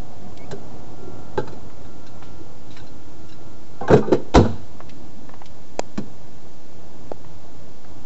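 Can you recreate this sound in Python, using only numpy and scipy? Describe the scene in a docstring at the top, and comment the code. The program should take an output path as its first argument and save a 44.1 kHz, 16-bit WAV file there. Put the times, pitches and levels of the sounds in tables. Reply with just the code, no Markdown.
"""Car doors in an open parking lot: each contact rings their sheet metal, glass and trim.
The front door unlatches, swings through its hinge notches, is pushed back and slams, pumping the cabin
air. Shoes scuff on asphalt, small metal chinks, then the rear handle snaps and the rear door pops open.
Distant traffic and a faint machine whine lie beneath; the loudest blows overload the microphone."""
import sys
import numpy as np
from scipy import signal
from scipy.fft import rfft, irfft, next_fast_len
from scipy.io import wavfile
from scipy.ndimage import uniform_filter1d

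SR = 44100
rng = np.random.default_rng(int(sys.argv[2]) if len(sys.argv) > 2 else 0)


def master_out(mix):
    """Clip the mix to full scale and print it as 16-bit PCM to the path in sys.argv[1]."""
    frames = np.transpose(np.atleast_2d(mix))
    ceiling = np.clip(frames, -1, 1)
    pcm = np.round(ceiling * 32767).astype(np.int16)
    wavfile.write(sys.argv[1], SR, pcm)


N = 355357
TIME_S = np.arange(N) / SR
RING_S = TIME_S[:int(.7 * SR)]  # time axis of one event

# door metal, glass and trim: pitch_hz, level_db, t60_s
DOOR_MODES = [(99.6, -13, 0.3), (122.6, -11, 0.28), (139.2, -8, 0.35), (174, -10.5, .22), (212, -11, 0.38),
              (234.8, -11, 0.31), (286.1, -9.5, 0.28), (352.7, -5, 0.15), (410, -6, 0.18),
              (456.6, -4.5, 0.13), (481.8, -3.5, 0.15), (512, -7.5, 0.21), (635.6, -12.5, 0.22),
              (708, -11, 0.11), (789, -14, 0.099), (892, -7, 0.083), (986, -17.5, 0.084),
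              (1207, -17.5, 0.095), (1360, -23, 0.16), (1488, -17.5, 0.15), (1580, -20, 0.058),
              (2527, -25, 0.082), (3090, -27.5, 0.1), (3800, -27, 0.091), (4010, -24, 0.15)]
# dense small modes between them: freq_hz, density_db
DOOR_DENSE = [(55, -24), (105, -1), (450, 1.5), (900, -10), (1550, -11.5), (1900, -21.5), (4100, -21.5),
              (4600, -24.5), (7500, -28.5)]


def door_blow(peak_db, bass_db, treble_db, panel_hz, ring_scale, chatter_s,
              bass_hz=220, treble_hz=2200, panel_db=5, panel_q=6.7, dense_db=-6):
    """One contact and a brief chatter of metal on metal ring the door."""
    body = modes(DOOR_MODES, ring_scale)
    body += undb(dense_db) * noise(DOOR_DENSE, RING_S) * fade(0.17 * ring_scale)
    x = signal.fftconvolve(contact(0.11, chatter_s), body)[:len(RING_S)]
    x *= 1 - np.exp(-RING_S / 0.00013)  # rubber cushions the onset
    # heavy blows move the whole door, hard ones wake the treble, the struck panel speaks most
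    hz = freqs(x)
    tilt_db = bass_db / (1 + (hz / bass_hz) ** 4) + treble_db / (1 + (treble_hz / hz) ** 4)
    panel = 1 + undb(panel_db) / (1 + 1j * panel_q * (hz / panel_hz - panel_hz / hz))
    x = irfft(rfft(x) * undb(tilt_db) * panel, len(x))
    # a free door radiates little deep bass
    x = signal.sosfilt(signal.butter(2, 75, "high", fs=SR, output="sos"), x)
    return peak(x * (1 - RING_S / RING_S[-1]), peak_db)


# trapped cabin air: pitch_hz, level_db, t60_s
CABIN_MODES = [(35.7, -23, 0.34), (61.5, -3.5, 0.15), (87.5, -15, 0.54), (97.1, -11.5, 0.45)]
# loose trim and window glass: freq_hz, density_db
TRIM_SPECTRUM = [(60, 3), (100, 24), (260, 14), (700, -1), (1400, 0.5), (1900, -13), (3400, -10),
                 (4050, -3), (4500, -14.5), (7500, -17.5)]


def slam(start_s=4.352, striker_lead_s=.011, rebound_s=.018, cabin_lag_s=.007):
    """Latch meets striker; the door lands, pumps the cabin, shakes the trim and rebounds on its seal."""
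    out = np.zeros(N)
    striker = door_blow(-7, bass_db=-13, treble_db=6.5, panel_hz=1100, ring_scale=0.62, chatter_s=0.0073)
    add(out, start_s - striker_lead_s, striker)
    landing = door_blow(6, bass_db=5.5, treble_db=6.5, panel_hz=810, ring_scale=.55, chatter_s=.005)
    add(out, start_s, landing)
    for k in range(2):  # the second is weaker and duller
        rebound = door_blow(-0.5 - 5 * k, bass_db=5, treble_db=3 - 27.5 * k, panel_hz=255,
                            ring_scale=0.83, chatter_s=.004, panel_db=10)
        add(out, start_s + (k + 1) * rebound_s, rebound)
    cabin = modes(CABIN_MODES, ring_scale=0.94, scatter_db=1.0)
    trim = undb(-19.5) * noise(TRIM_SPECTRUM, RING_S) * fade(0.56)
    add(out, start_s + cabin_lag_s, cabin + trim)
    return out


# sprung check arm of the front hinge: pitch_hz, level_db, t60_s
ARM_MODES = [(385, -2, 0.098), (830, -13, 0.11), (875, 2.5, 0.075), (1353, -9, 0.13), (1402, -9.5, 0.15),
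             (1507, -11.5, 0.12), (1606, -10.5, 0.084)]
# its notches: start_s, door_db, arm_db, treble_db, panel_hz
NOTCHES = [(1.375, -16, -12, 3, 432), (3.879, -14.5, -15, -1, 720), (3.903, -2.5, -12, -4, 500),
           (3.927, 1.5, -14, -2.5, 427), (3.967, -10.5, -23.5, -2, 370), (4.119, -2.5, -35, -3.5, 357)]


def hinge(arm_lag_s=.002, drop_lag_s=.0075, drop_db=-4.5):
    """At each notch the roller strikes, the sprung arm rings and the roller drops in."""
    out = np.zeros(N)
    for start_s, door_db, arm_db, treble_db, panel_hz in NOTCHES:
        strike = door_blow(door_db, bass_db=5, treble_db=treble_db, panel_hz=panel_hz,
                           ring_scale=0.87, chatter_s=0.0023, bass_hz=150, panel_db=6.5)
        add(out, start_s, strike)
        add(out, start_s + arm_lag_s, peak(modes(ARM_MODES, scatter_db=3.0), arm_db))
        drop = door_blow(door_db + drop_db, bass_db=-12, treble_db=treble_db, panel_hz=panel_hz,
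                         ring_scale=0.69, chatter_s=0.0027, bass_hz=260)
        add(out, start_s + drop_lag_s, drop)
    return out


# front and rear latch: start_s, click_db, pop_lag_s, pop_db
LATCHES = [(.511, -22, .013, -23), (5.976, -18.5, 0.0046, -19)]
# rear door skin: pitch_hz, level_db, t60_s
SKIN_MODES = [(200, -17, 0.14)]


def latches(skin_release_s=5.980):
    """Each latch clicks and its door pops off the seal; the rear door's skin springs back."""
    out = np.zeros(N)
    for start_s, click_db, pop_lag_s, pop_db in LATCHES:
        click = door_blow(click_db, bass_db=8, treble_db=7.5, panel_hz=840,
                          ring_scale=0.31, chatter_s=0.0052, treble_hz=2700, dense_db=0.5)
        add(out, start_s, click)
        pop = door_blow(pop_db, bass_db=5, treble_db=-3, panel_hz=400, ring_scale=0.68, chatter_s=0.0046)
        add(out, start_s + pop_lag_s, pop)
    add(out, skin_release_s, modes(SKIN_MODES, scatter_db=3.0))
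    return out


# door rattles: start_s, level_db, treble_db, panel_hz, ring_scale
RATTLES = [(1.475, -26.5, 5.5, 1260, 0.46), (1.522, -28, 6.5, 320, 0.76), (3.807, -18, -7, 760, 1.8),
           (4.023, -22.5, -9, 1210, 3.3), (4.072, -16, -2, 408, 2.7), (4.448, -16, -9.5, 960, 0.56)]


def rattles():
    """Loose parts chatter against the panels."""
    out = np.zeros(N)
    for start_s, level_db, treble_db, panel_hz, ring_scale in RATTLES:
        add(out, start_s, door_blow(level_db, bass_db=1.5, treble_db=treble_db, panel_hz=panel_hz,
                                    ring_scale=ring_scale, chatter_s=0.0058))
    return out


# knocks, the first from the rear handle: start_s, thud_db, pitch_ratio, snap_db
KNOCKS = [(5.7937, -6, 0.95, -10), (7.1173, -13.5, 0.85, -36)]
# their hollow body: freq_hz, level_db
KNOCK_SPECTRUM = [(70, -21), (280, -6), (540, 2), (780, 1.5), (900, -5), (1010, -2.5), (1150, -20),
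                  (1550, -17.5), (4000, -54)]


def knocks():
    """A heavily damped plastic thud with a hard snap on top."""
    out = np.zeros(N)
    for start_s, thud_db, pitch_ratio, snap_db in KNOCKS:
        thud = impulse([(hz * pitch_ratio, db) for hz, db in KNOCK_SPECTRUM])
        snap = band(rng.standard_normal(len(RING_S)) * fade(0.013), 1300, 8200)
        add(out, start_s, peak(thud, thud_db))
        add(out, start_s, peak(snap, snap_db))
    return out


# one track for the seal, one for the hinge: time_s, pitch_hz, level_db
SQUEAK_TRACKS = [
    [(.385, 2150, -60), (.42, 2240, -48), (.441, 2230, -48), (.456, 2700, -60)],
    [(3.83, 1095, -36), (3.85, 1058, -33), (3.878, 1030, -40)],
]


def squeaks():
    """Stick-slip: an unsteady tone with a weak octave."""
    out = np.zeros(N)
    for track in SQUEAK_TRACKS:
        time_s, pitch_hz, level_db = np.transpose(track)
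        unsteady_hz = np.interp(TIME_S, time_s, pitch_hz) * (1 + 0.0097 * walk(280))
        phase = 2 * np.pi * np.cumsum(unsteady_hz) / SR
        out += envelope(time_s, level_db) * (np.sin(phase) + 0.098 * np.sin(2 * phase))
    return out


# shoe and hand taps: start_s, level_db
TAPS = [(1.701, -39.5), (2.224, -30.5), (4.804, -24), (5.292, -30.5), (5.338, -28.5), (5.417, -27),
        (7.07, -39), (7.246, -35), (7.846, -37.5)]
# grit under a sole: start_s, level_db, pitch_hz, decay_s
SCUFFS = [(.374, -34, 4500, 0.0046), (2.227, -41, 3500, 0.054), (2.71, -42.5, 4020, 0.068),
          (2.766, -33, 1700, 0.012), (4.894, -34, 3520, 0.01), (5.457, -33, 4160, 0.011)]


def taps_and_scuffs():
    """Shoes and hands tap dully; soles scrape bright grit."""
    out = np.zeros(N)
    for start_s, level_db in TAPS:
        add(out, start_s, grain_burst(level_db, pitch_hz=880, decay_s=.006, strike=5.8))
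    for start_s, level_db, pitch_hz, decay_s in SCUFFS:
        add(out, start_s, grain_burst(level_db, pitch_hz, decay_s))
    return out


def grain_burst(peak_db, pitch_hz, decay_s, strike=0):
    """Decaying grains around one pitch, with an optional first strike."""
    grains = rng.standard_normal(len(RING_S)) * undb(2.06 * rng.exponential(size=len(RING_S)))
    grains[0] += strike
    burst = band(grains * np.exp(-RING_S / decay_s), pitch_hz / 1.75, pitch_hz * 1.16, order=1)
    return peak(band(burst, pitch_hz / 4, pitch_hz * 2.6), peak_db)


# metal contacts: start_s, level_db
CHINKS = [(1.85, -45), (2.066, -38), (2.706, -40), (2.77, -34), (2.798, -38.5), (2.867, -42.5),
          (3.291, -42.5), (3.322, -39)]
# their ring: pitch_hz, level_db, t60_s
CHINK_MODES = [(1570, 0, 0.056), (2750, -4.5, 0.063), (3770, 0.5, 0.07), (4030, -3, 0.14),
               (5370, -6, 0.049)]


def chinks():
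    """Small metal parts, like keys, touch, rattle briefly and ring."""
    out = np.zeros(N)
    for start_s, level_db in CHINKS:
        touch = contact(0.083, chatter_s=0.012)
        ring = modes(CHINK_MODES, ring_scale=0.55, detune=0.015)
        scrape = 1.25 * band(rng.standard_normal(len(RING_S)), 1500, 7100) * fade(0.037)
        chink = signal.fftconvolve(touch, ring + scrape)[:len(RING_S)]
        add(out, start_s, peak(chink, level_db))
    return out


# dull rubs: centre_s, level_db, pitch_hz, half_width_s
RUBS = [(.265, -40, 180, 0.031), (1.07, -40, 374, 0.048), (2.412, -40.5, 328, 0.019),
        (5.004, -42.5, 260, 0.068), (5.2, -43, 238, .04)]


def rubs(edge_ratio=1.14):
    """Friction swells in a low band as someone shifts weight and handles the car."""
    out = np.zeros(N)
    for centre_s, level_db, pitch_hz, half_width_s in RUBS:
        friction = unit(band(rng.standard_normal(N), pitch_hz / edge_ratio, pitch_hz * edge_ratio))
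        out += undb(level_db) * friction * swell(centre_s, half_width_s)
    return out


def lot_echo(x, echo_db=-27, t60_s=0.51, rise_s=0.02):
    """Add weak, dull scatter from the car body and distant house fronts."""
    tail = band(rng.standard_normal(len(RING_S)), 72, 2200, order=1)
    tail *= fade(t60_s) * (1 - np.exp(-RING_S / rise_s))
    return x + undb(echo_db) * signal.fftconvolve(x, tail / np.linalg.norm(tail))[:N]


# distant road noise: freq_hz, density_db
TRAFFIC_SPECTRUM = [(25, -20), (45, -5), (75, 1.5), (115, 1), (180, -3.5), (290, -2.5), (450, -9),
                    (750, -10.5), (1100, -18.5), (1800, -32.5), (4000, -42)]


def traffic(bed_db=-44, vehicle_db=-41, flutter_db=0.73):
    """One vehicle nears and recedes over a bed of distant traffic."""
    vehicle = undb(vehicle_db) * swell(centre_s=0.92, half_width_s=1)
    rumble = noise(TRAFFIC_SPECTRUM, TIME_S) * np.hypot(undb(bed_db), vehicle)
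    return rumble * undb(flutter_db * walk(14))


# whine envelope: time_s, level_db
WHINE_LEVELS = [(.5, -67), (.9, -62), (1.25, -55.5), (1.7, -67), (2.0, -55), (2.55, -67), (3.1, -62.5),
                (3.651, -59), (4.2, -64)]
# lower hums: pitch_hz, level_db, centre_s, half_width_s
HUMS = [(721, -53, 0.48, .9), (497, -52.5, 2.46, .33), (322, -49.5, 3.23, 0.35), (109.6, -48.5, 2.6, 1)]


def machines(whine_hz=1368):
    """Far machines whine and hum, coming and going."""
    whine = envelope(*np.transpose(WHINE_LEVELS)) * wavering_tone(whine_hz)
    hums = sum(undb(level_db) * swell(centre_s, half_width_s) * wavering_tone(pitch_hz)
               for pitch_hz, level_db, centre_s, half_width_s in HUMS)
    return whine + hums


# microphone noise: freq_hz, density_db
HISS_SPECTRUM = [(100, 1), (1500, 4), (2500, 1.5), (4000, 2.5), (5500, 1), (7400, 1.5), (8000, -6.5)]


def hiss(level_db=-55.5):
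    """Steady microphone hiss."""
    return undb(level_db) * noise(HISS_SPECTRUM, TIME_S)


def contact(chatter_gain, chatter_s):
    """A unit impulse followed by decaying chatter."""
    force = chatter_gain * rng.standard_normal(len(RING_S)) * np.exp(-RING_S / chatter_s)
    force[0] += 1
    return force


def modes(table, ring_scale=1, scatter_db=2.5, detune=0.012):
    """Decaying sines of alternating sign; levels and pitches scatter per blow."""
    out = np.zeros(len(RING_S))
    for k, (pitch_hz, level_db, t60_s) in enumerate(table):
        level_draw, pitch_draw = rng.standard_normal(2)
        sine = np.sin(2 * np.pi * pitch_hz * (1 + detune * pitch_draw) * RING_S)
        out += (-1) ** k * undb(level_db + scatter_db * level_draw) * sine * fade(t60_s * ring_scale)
    return out


def wavering_tone(pitch_hz):
    """A sine that wavers in level and pitch."""
    gain = undb(2.1 * walk(6.96))
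    return gain * np.sin(2 * np.pi * np.cumsum(pitch_hz + 2.59 * walk(11)) / SR)


def impulse(spectrum, size=4096):
    """Minimum-phase response with a given spectrum."""
    cepstrum = irfft(np.log(bin_gains(spectrum, np.zeros(size))))
    cepstrum[1:size // 2] *= 2
    cepstrum[size // 2 + 1:] = 0
    return irfft(np.exp(rfft(cepstrum)))


def noise(spectrum, time_s):
    """Shaped noise of rms 1, as long as time_s."""
    white = rng.standard_normal(next_fast_len(len(time_s)))
    shaped = irfft(rfft(white) * bin_gains(spectrum, white), len(white))
    return unit(shaped[:len(time_s)])


def bin_gains(spectrum, x):
    """Rows of freq_hz, level_db as gains on the FFT bins of x."""
    freq_hz, level_db = np.transpose(spectrum)
    return undb(np.interp(np.log(freqs(x)), np.log(freq_hz), level_db))


def freqs(x):
    """FFT bin frequencies, at least 1 Hz."""
    return np.maximum(np.fft.rfftfreq(len(x), 1 / SR), 1)


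def band(x, low_hz, high_hz, order=2):
    """Causal band-pass."""
    edges_hz = [low_hz, min(high_hz, SR / 2 - 1)]
    return signal.sosfilt(signal.butter(order, edges_hz, "band", fs=SR, output="sos"), x)


def walk(rate_hz):
    """Smooth random drift, spread 1."""
    step = int(SR / rate_hz)
    held = np.repeat(rng.standard_normal(N // step + 1), step)
    return unit(uniform_filter1d(held, step)[:N])


def envelope(time_s, level_db):
    """Gain through breakpoints, zero outside."""
    return np.interp(TIME_S, time_s, undb(level_db), left=0, right=0)


def swell(centre_s, half_width_s):
    """Gaussian rise and fall."""
    return np.exp(-((TIME_S - centre_s) / half_width_s) ** 2 / 2)


def fade(t60_s):
    """Exponential decay."""
    return undb(-60 * RING_S / t60_s)


def undb(db):
    """Decibels to gain."""
    return 10 ** (np.asarray(db) / 20)


def unit(x):
    """Scale to rms 1."""
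    return x / np.std(x)


def peak(x, db):
    """Scale to a peak level."""
    return x * undb(db) / np.abs(x).max()


def add(out, start_s, x):
    """Mix x in at start_s."""
    i = int(start_s * SR)
    out[i:i + len(x)] += x[:N - i]


def scene():
    """Mono mix; knocks, rubs and background stay dry."""
    doors = latches() + hinge() + rattles() + slam()
    echoed = lot_echo(doors + taps_and_scuffs() + chinks() + squeaks())
    return (echoed + knocks() + rubs() + traffic() + machines() + hiss())[None]


def record(dry, offset=.125, ceiling=.74, knee_order=8, top_hz=7720):
    """An off-centre input flattens the loudest waves and cuts the top."""
    biased = dry + offset
    clipped = biased / (1 + np.abs(biased / ceiling) ** knee_order) ** (1 / knee_order)
    low_pass = signal.ellip(12, .2, 75, top_hz, fs=SR, output="sos")
    return signal.sosfilt(low_pass, clipped - offset) + offset


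dry = scene()
out = record(dry)
master_out(out)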